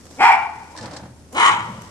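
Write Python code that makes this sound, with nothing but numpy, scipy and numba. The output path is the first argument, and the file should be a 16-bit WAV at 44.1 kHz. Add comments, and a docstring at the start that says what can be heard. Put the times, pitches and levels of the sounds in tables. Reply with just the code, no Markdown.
"""A small dog gives two harsh barks on a wooden dock, close to the microphone.
Uneven throat pulses and rasp ring its chest, mouth and muzzle; boat hulls and the far side of the
marina throw the sound back as hard echoes and scatter. Claws scuff and pads rub the planks, the boards
thud and small fittings tick. Behind lie filtered-noise wash and fizz of water, two ringing plips,
a wavering motor hum and faint air on the microphone ports."""
import sys
import numpy as np
from scipy import signal
from scipy.fft import rfft, irfft
from scipy.io import wavfile
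from scipy.ndimage import uniform_filter1d
from numba import njit

SR = 44100
rng = np.random.default_rng(int(sys.argv[2]) if len(sys.argv) > 2 else 0)


def unload_wav(signal):
    """Save mono or channel-first audio to the path in sys.argv[1] as 16-bit WAV at rate SR, clipped to [-1, 1]."""
    wavfile.write(
        sys.argv[1],
        SR,
        np.round(np.clip(np.atleast_2d(signal).T, -1, 1) * 32767).astype(np.int16),
    )


N = 83790

# All colour tables give the shape of a spectrum; its overall power is set apart from it.
# air on the microphone ports: (frequency [Hz], density [dB per Hz])
WIND_COLOUR = [(45, -17), (100, -15), (2000, -69)]
# wash of water and distant harbour: (frequency [Hz], density [dB per Hz])
HARBOUR_COLOUR = [(20, -30), (50, -13), (100, -3), (230, -3), (380, -8), (900, -19), (1700, -23.5),
                  (3200, -28.5), (7000, -27), (10000, -26.5), (14500, -50)]
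# fizz of the water: (time [s], level [dB]), then (frequency [Hz], density [dB per Hz])
FIZZ = [(0, -49.5), (.13, -46.5), (.5, -54.5), (.72, -52), (1.05, -60), (1.28, -58), (1.7, -48.5),
        (1.9, -49.5)]
FIZZ_COLOUR = [(500, 12.5), (1200, 7), (2800, -1.5), (4200, 1), (5500, 7), (6800, 3.5), (8000, 3.5),
               (10000, -6), (14000, -14)]
# plips of water: (time [s], frequency [Hz], level before the rise and decay [dB])
PLIPS = [(0.7514, 988, -30.5), (0.789, 1748, -33)]
# thuds of the boards: (time [s], level before the rise and decay [dB], decay [s])
THUDS = [(.548, -41.5, .03), (.805, -29.5, 0.057), (.89, -47, 0.13), (1.018, -40.5, 0.071),
         (1.503, -31.5, 0.059), (1.575, -39, 0.11), (1.669, -34, 0.11), (1.775, -38, 0.02)]
# plank resonances: (frequency [Hz], width of each filter pass [Hz], relative level [dB])
BOARDS = [(124.6, 53, 9), (169.4, 53, 6), (202.4, 57, 0), (289, 160, -14), (521, 180, -6)]
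# ticks of the fittings: (time [s], level before the rise and decay [dB], decay [s])
TICKS = [(.054, -35, 0.0016), (1.325, -39, 0.017), (1.347, -26.5, 0.0019), (1.819, -27.5, 0.0018)]
TICK_COLOUR = [(1000, 6), (4000, -5), (7000, 4.5), (10000, -1), (14000, -10)]  # (frequency [Hz], density [dB per Hz])
# claw scrapes: (time [s], level before the rise and decay [dB], decay [s])
CLAWS = [(.763, -36.5, 0.0074), (.7745, -32, 0.0063), (.783, -36.5, 0.016), (.810, -34.5, 0.007),
         (.826, -40.5, 0.019), (.857, -33, 0.0061), (.911, -35, 0.0061), (.932, -39, 0.017),
         (.963, -34, 0.014)]
CLAW_COLOUR = [(300, -46), (900, 5), (1350, -5), (1750, 5), (2300, -8), (3400, -3), (4200, 2.5),
               (5300, 3.5), (6600, -4.5), (8000, -1), (10000, -17), (14000, -51)]  # (frequency [Hz], density [dB per Hz])
# pads rubbing the planks: (time [s], level [dB])
SHUFFLE = [(.73, -61), (.76, -45), (.83, -37), (.95, -40), (1.03, -43.5), (1.12, -53.5), (1.25, -90)]
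SHUFFLE_COLOUR = [(150, -49), (300, 8.5), (400, -12), (530, 3), (680, -2.5), (860, 1), (1150, -6.5),
                  (1750, -8), (2300, -16.5), (6000, -19.5), (14000, -45)]  # (frequency [Hz], density [dB per Hz])
# hard echoes off planks, hull and cabin: (delay [s], level [dB], left over right [dB])
ECHOES = [(.0047, -29, 13), (0.018, -11.5, 10.5), (0.03, -7, -5.5), (.075, -20, 8.5), (.108, -17.5, 2),
          (0.144, -19, 7.5)]
# scatter: (band centre [Hz], near level [dB], near t60 [s], far level [dB], far t60 [s])
MARINA = [(256, -5.5, 0.74, -12, 1.5), (885, -2, 0.51, -15.5, 1.57), (2320, -1, 0.37, -16.5, 1.44),
          (4700, -1, 0.06, -14.5, 2), (11500, -1, 0.092, -44, .4)]
# the barks: (time [s], pitch [Hz], level [dB], roughness [0-1], mouth resonance [Hz])
BARK_1 = [(.172, 225.2, -48, 0.1, 770), (.194, 279.9, -29, 0.25, 730), (.208, 384.5, -14.5, 0.36, 860),
          (.25, 459.6, -10, 0.37, 946), (.285, 450.9, -13, 0.63, 862), (.325, 380.1, -13.5, 0.7, 791),
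          (.336, 410, -30, 0.82, 810), (.351, 438, -21, 0.65, 930), (.362, 338, -26, 0.4, 850)]
BARK_2 = [(1.318, 205.5, -51.5, 0.19, 880), (1.352, 280.3, -26.5, 0.19, 990),
          (1.363, 349.1, -23.5, 0.32, 973), (1.394, 458.8, -15, 0.86, 1008), (1.462, 526, -12, .7, 1083),
          (1.498, 494.7, -19, 0.9, 966), (1.516, 478.4, -19.5, 0.77, 890), (1.585, 471, -49, 0.68, 940)]
# upper muzzle resonances: (frequency [Hz], width of each filter pass [Hz], level [dB])
MUZZLE_1 = [(1106, 220, -13.5), (1382, 217, -6.5), (1970, 210, -10), (2290, 205, -6.5), (2870, 43, -18.5),
            (3210, 61, -25), (4440, 200, -25), (5350, 210, -24), (7230, 1900, -35), (11100, 1100, -41)]
MUZZLE_2 = [(1261, 380, -7), (1960, 410, -14), (2995, 295, -9), (3780, 320, -17.5), (6950, 3700, -25.5)]
# cavity over the tongue, sinking as the mouth resonance rises:
# (frequency at rest [Hz], width of each filter pass [Hz], level [dB], exponent of the fall)
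TONGUE_1 = (2100, 280, -7, 0.34)
TONGUE_2 = (2600, 417, -8, 2)
# chest resonances: (frequency [Hz], width of each filter pass [Hz], relative level [dB])
CHEST = [(302, 233, -22.5), (468, 345, -22.5)]

WIND_DB, HARBOUR_DB = -58, -49
HUM_HZ, HUM_DB = 80.8, -52
PLIP_ATTACK_S, PLIP_DECAY_S = 0.00081, 0.0085
SPREAD_S = 0.0035  # rise of the scatter
DOG_PAN_DB, ROOM_PAN_DB = 1.5, 2.5  # left over right
TREBLE_PAN_DB, TREBLE_HZ = -4.5, 5060  # the highest rasp leans to the right port
LAG_1_S, LAG_2_S = 0.00011, 0.0002  # each bark reaches the right port this much later
JITTER, SHIMMER_DB, RASP_DB = .11, 7, 5  # at full roughness
RASP_SHARE = 0.18  # share of a cycle in which the rasp decays
FLUTTER_DB, FLUTTER_RATE = 10, 110  # at full roughness; wander steps per second
MOUTH_REST_HZ = 900
CLOSED_DB = 40  # lead of the chest while the jaws are shut
CLOSING_S, MUFFLE_DB = 0.089, -4  # closing jaws muffle the upper resonances
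TOP_HZ = 14600


def undb(db):
    """Amplitude of a level in dB."""
    return 10 ** (np.asarray(db) / 20)


def unit(x):
    """Scale to an rms of 1."""
    return x / np.sqrt(np.mean(x ** 2))


def clock():
    """Time of every sample in seconds."""
    return np.arange(N) / SR


def curve(rows):
    """The columns of a table, joined by straight lines in time."""
    rows = np.array(rows, float)
    return [np.interp(clock(), rows[:, 0], column) for column in rows.T[1:]]


def walk(rate):
    """Random wander: normal draws at this rate per second, joined by straight lines."""
    steps = rng.standard_normal(4096)
    return np.interp(clock() * rate, np.arange(len(steps)), steps)


def colour(x, points):
    """Shape a sound by (frequency [Hz], density [dB]) points, keeping the power of white noise."""
    hz, db = np.array(points, float).T
    f = np.maximum(np.fft.rfftfreq(N, 1 / SR), 1)
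    gain = unit(undb(np.interp(np.log(f), np.log(hz), db)))
    return irfft(rfft(x) * gain, N)


def stereo_noise(apart_hz):
    """Noise that is alike left and right in the bass and unrelated well above apart_hz."""
    f = np.fft.rfftfreq(N, 1 / SR)
    like = 1 / (1 + (f / apart_hz) ** 2)
    mid, side = rfft(rng.standard_normal((2, N)))
    mid = mid * np.sqrt((1 + like) / 2)
    side = side * np.sqrt((1 - like) / 2)
    return irfft(mid + side * np.array([[1], [-1]]), N)


def pan(db):
    """Left and right gains that differ by this many dB."""
    return undb(np.array([[db], [-db]]) / 2)


def bursts(rows, attack_s):
    """Envelope of quick rises with exponential decays."""
    envelope = 0
    for start, db, decay in rows:
        age = np.maximum(clock() - start, 0)
        envelope = envelope + undb(db) * (1 - np.exp(-age / attack_s)) * np.exp(-age / decay)
    return envelope


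@njit
def svf(x, hz, width):
    """Band-pass (state-variable filter) with a moving centre, gain 1 there."""
    y, band, low = np.empty(len(x)), 0., 0.
    for i in range(len(x)):
        g, k = np.tan(np.pi * hz[i] / SR), width / hz[i]
        v = (band + g * (x[i] + 1e-18 - low)) / (1 + g * (g + k))
        band, low, y[i] = 2 * v - band, low + 2 * g * v, k * v
    return y


def resonate(x, hz, width):
    """A steep resonance: the band-pass applied twice."""
    hz = hz * np.ones(N)
    once = svf(x, hz, float(width))
    return svf(once, hz, float(width))


def body(x, modes):
    """A solid body or cavity: resonances side by side."""
    return sum(undb(db) * resonate(x, hz, width) for hz, width, db in modes)


def breeze():
    """Air on the ports: low noise, unrelated left and right."""
    return undb(WIND_DB) * colour(rng.standard_normal((2, N)), WIND_COLOUR)


def harbour():
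    """Wash and fizz of water as wavering noise, with a far motor as one wavering sine."""
    wash = colour(stereo_noise(apart_hz=650), HARBOUR_COLOUR) * undb(HARBOUR_DB + 0.5 * walk(11.8))
    fizz_db = curve(FIZZ)[0] + 2 * walk(99) + 2.7 * walk(1200)
    fizz = colour(stereo_noise(apart_hz=1470) * undb(fizz_db), FIZZ_COLOUR)
    hum_hz = HUM_HZ * (1 + 0.015 * walk(3.13))
    hum = np.sqrt(2) * np.sin(2 * np.pi * np.cumsum(hum_hz) / SR)
    return wash + fizz + hum * undb(HUM_DB + 0.73 * walk(5.8))


def plips():
    """Bubbles ring briefly as decaying sines where the water slaps the dock."""
    total = 0
    for start, hz, db in PLIPS:
        tone = np.sin(2 * np.pi * hz * (clock() - start))
        total = total + tone * bursts([(start, db, PLIP_DECAY_S)], attack_s=PLIP_ATTACK_S)
    return total


def dock():
    """Noise bursts thud in the low resonances of loaded planks; shorter ones tick in the fittings."""
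    push = rng.standard_normal(N)
    # measured against a steady push, so that the resonances do not change the level
    thuds = body(push * bursts(THUDS, attack_s=0.0064), BOARDS) / np.std(body(push, BOARDS))
    ticks = colour(stereo_noise(apart_hz=2500) * bursts(TICKS, attack_s=0.0013), TICK_COLOUR)
    return thuds + ticks


def paws():
    """Claws catch on the grain in short gritty scrapes while the pads rub along the wood."""
    grit = undb(1.9 * walk(490))
    scrapes = stereo_noise(apart_hz=2460) * bursts(CLAWS, attack_s=0.0016) * grit
    rub = stereo_noise(apart_hz=1140) * undb(curve(SHUFFLE)[0] + 2.7 * walk(90.7))
    return pan(db=-0.5) * colour(scrapes, CLAW_COLOUR) + colour(rub, SHUFFLE_COLOUR)


def marina(x, lag_s):
    """The direct sound reaches the left port first; hard echoes and a near and a far scatter follow."""
    t, f = clock(), np.fft.rfftfreq(N, 1 / SR)
    lags = np.array([[0], [lag_s]])
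    ports = np.exp(-2j * np.pi * f * lags)
    paths = pan(DOG_PAN_DB) * ports
    for delay, db, side_db in ECHOES:
        arrival = delay + lags * rng.random()
        paths = paths + undb(db) * pan(side_db) * np.exp(-2j * np.pi * f * arrival)
    response = irfft(paths, N)
    scatter = ports * rfft(stereo_noise(apart_hz=1400))
    centres = np.log([row[0] for row in MARINA])
    # each band fades into its neighbours between their centres
    for share, (_, near_db, near_t60, far_db, far_t60) in zip(np.eye(len(MARINA)), MARINA):
        band = irfft(scatter * np.interp(np.log(f + 1), centres, share), N)
        for db, t60 in (near_db, near_t60), (far_db, far_t60):
            fade = (1 - np.exp(-t / SPREAD_S)) * np.exp(-np.log(1000) * t / t60)
            response = response + pan(ROOM_PAN_DB) * undb(db) * band * unit(fade) / np.sqrt(N)
    heard = signal.fftconvolve(x[None], response, axes=1)[:, :N]
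    treble = f ** 2 / (f ** 2 + TREBLE_HZ ** 2)
    return irfft(rfft(heard) * pan(TREBLE_PAN_DB) ** treble, N)


@njit
def folds(hz, jitter, shimmer, chance):
    """One pulse per cycle of the vocal folds, each with its own length and size; also the phase."""
    pulses, phase, p, k = np.zeros(len(hz) + 1), np.empty(len(hz)), 0., 0
    for i in range(len(hz)):
        step = hz[i] * np.exp(jitter[i] * chance[k, 0]) / SR
        p += step
        if p >= 1:
            p, k = p - 1, k + 1
            # mean power stays the same at any pitch and shimmer
            size = np.exp(shimmer[i] * chance[k, 1] - shimmer[i] ** 2) / np.sqrt(step)
            # share the pulse between two samples to place it finely
            pulses[i] += size * p / step
            pulses[i + 1] += size * (1 - p / step)
        phase[i] = p
    return pulses[:-1], phase


def bell(age, width):
    """1 up to age zero, then a Gaussian fall."""
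    return np.exp(-(np.maximum(age, 0) / width) ** 2 / 2)


def bark(gesture, muzzle, tongue, mouth_width, low_hz, top_hz, chest_db, jaw_s):
    """Ragged pulses and rasp ring the chest, which leads at first, then mouth, tongue cavity and muzzle."""
    t, start, end = clock(), gesture[0][0], gesture[-1][0]
    hz, db, rough, mouth_hz = curve(gesture)
    chance = rng.standard_normal((N // 20, 2))
    pulses, phase = folds(hz, JITTER * rough, np.log(undb(SHIMMER_DB)) * rough, chance)
    rasp = unit(np.exp(-phase / RASP_SHARE) * rng.standard_normal(N))
    flutter = undb(FLUTTER_DB * rough * walk(FLUTTER_RATE))
    air = (pulses + undb(RASP_DB) * rough * rasp) * flutter

    still_shut, closing = bell(t - start, jaw_s), bell(end - t, CLOSING_S)
    tongue_rest_hz, tongue_width, tongue_db, pull = tongue
    tongue_hz = tongue_rest_hz * (MOUTH_REST_HZ / mouth_hz) ** pull
    upper = body(air, muzzle) + undb(tongue_db) * resonate(air, tongue_hz, tongue_width)
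    mouth = resonate(air, mouth_hz, mouth_width) + undb(MUFFLE_DB * closing) * upper
    # the small mouth radiates little below low_hz; its rasp dies away above top_hz
    radiation = signal.butter(10, [low_hz, top_hz], "bandpass", fs=SR, output="sos")
    chest = undb(chest_db + CLOSED_DB * still_shut) * body(air, CHEST)
    voice = signal.sosfilt(radiation, mouth) + chest
    # even out the level over 700 samples, then let the gesture set it
    voice = voice / np.sqrt(uniform_filter1d(voice ** 2, size=700) + 1e-12)
    return voice * undb(db) * (t > start) * (t < end)


def scene():
    """Two barks in the marina, the dog's feet on the dock, the water and a light breeze."""
    background = breeze() + harbour() + plips() + dock() + paws()
    first = bark(BARK_1, MUZZLE_1, TONGUE_1, mouth_width=281, low_hz=724, top_hz=11700,
                 chest_db=-11.5, jaw_s=0.027)
    second = bark(BARK_2, MUZZLE_2, TONGUE_2, mouth_width=320, low_hz=789, top_hz=10470,
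                  chest_db=-1, jaw_s=0.032)
    return background + marina(first, LAG_1_S) + marina(second, LAG_2_S)


def record(dry):
    """The microphone chain rounds the highest peaks and cuts the top."""
    rounded = dry / (1 + dry ** 6) ** (1 / 6)
    low_pass = signal.ellip(8, .2, 70, TOP_HZ, fs=SR, output="sos")
    return signal.sosfilt(low_pass, rounded)


dry = scene()
out = record(dry)
unload_wav(out)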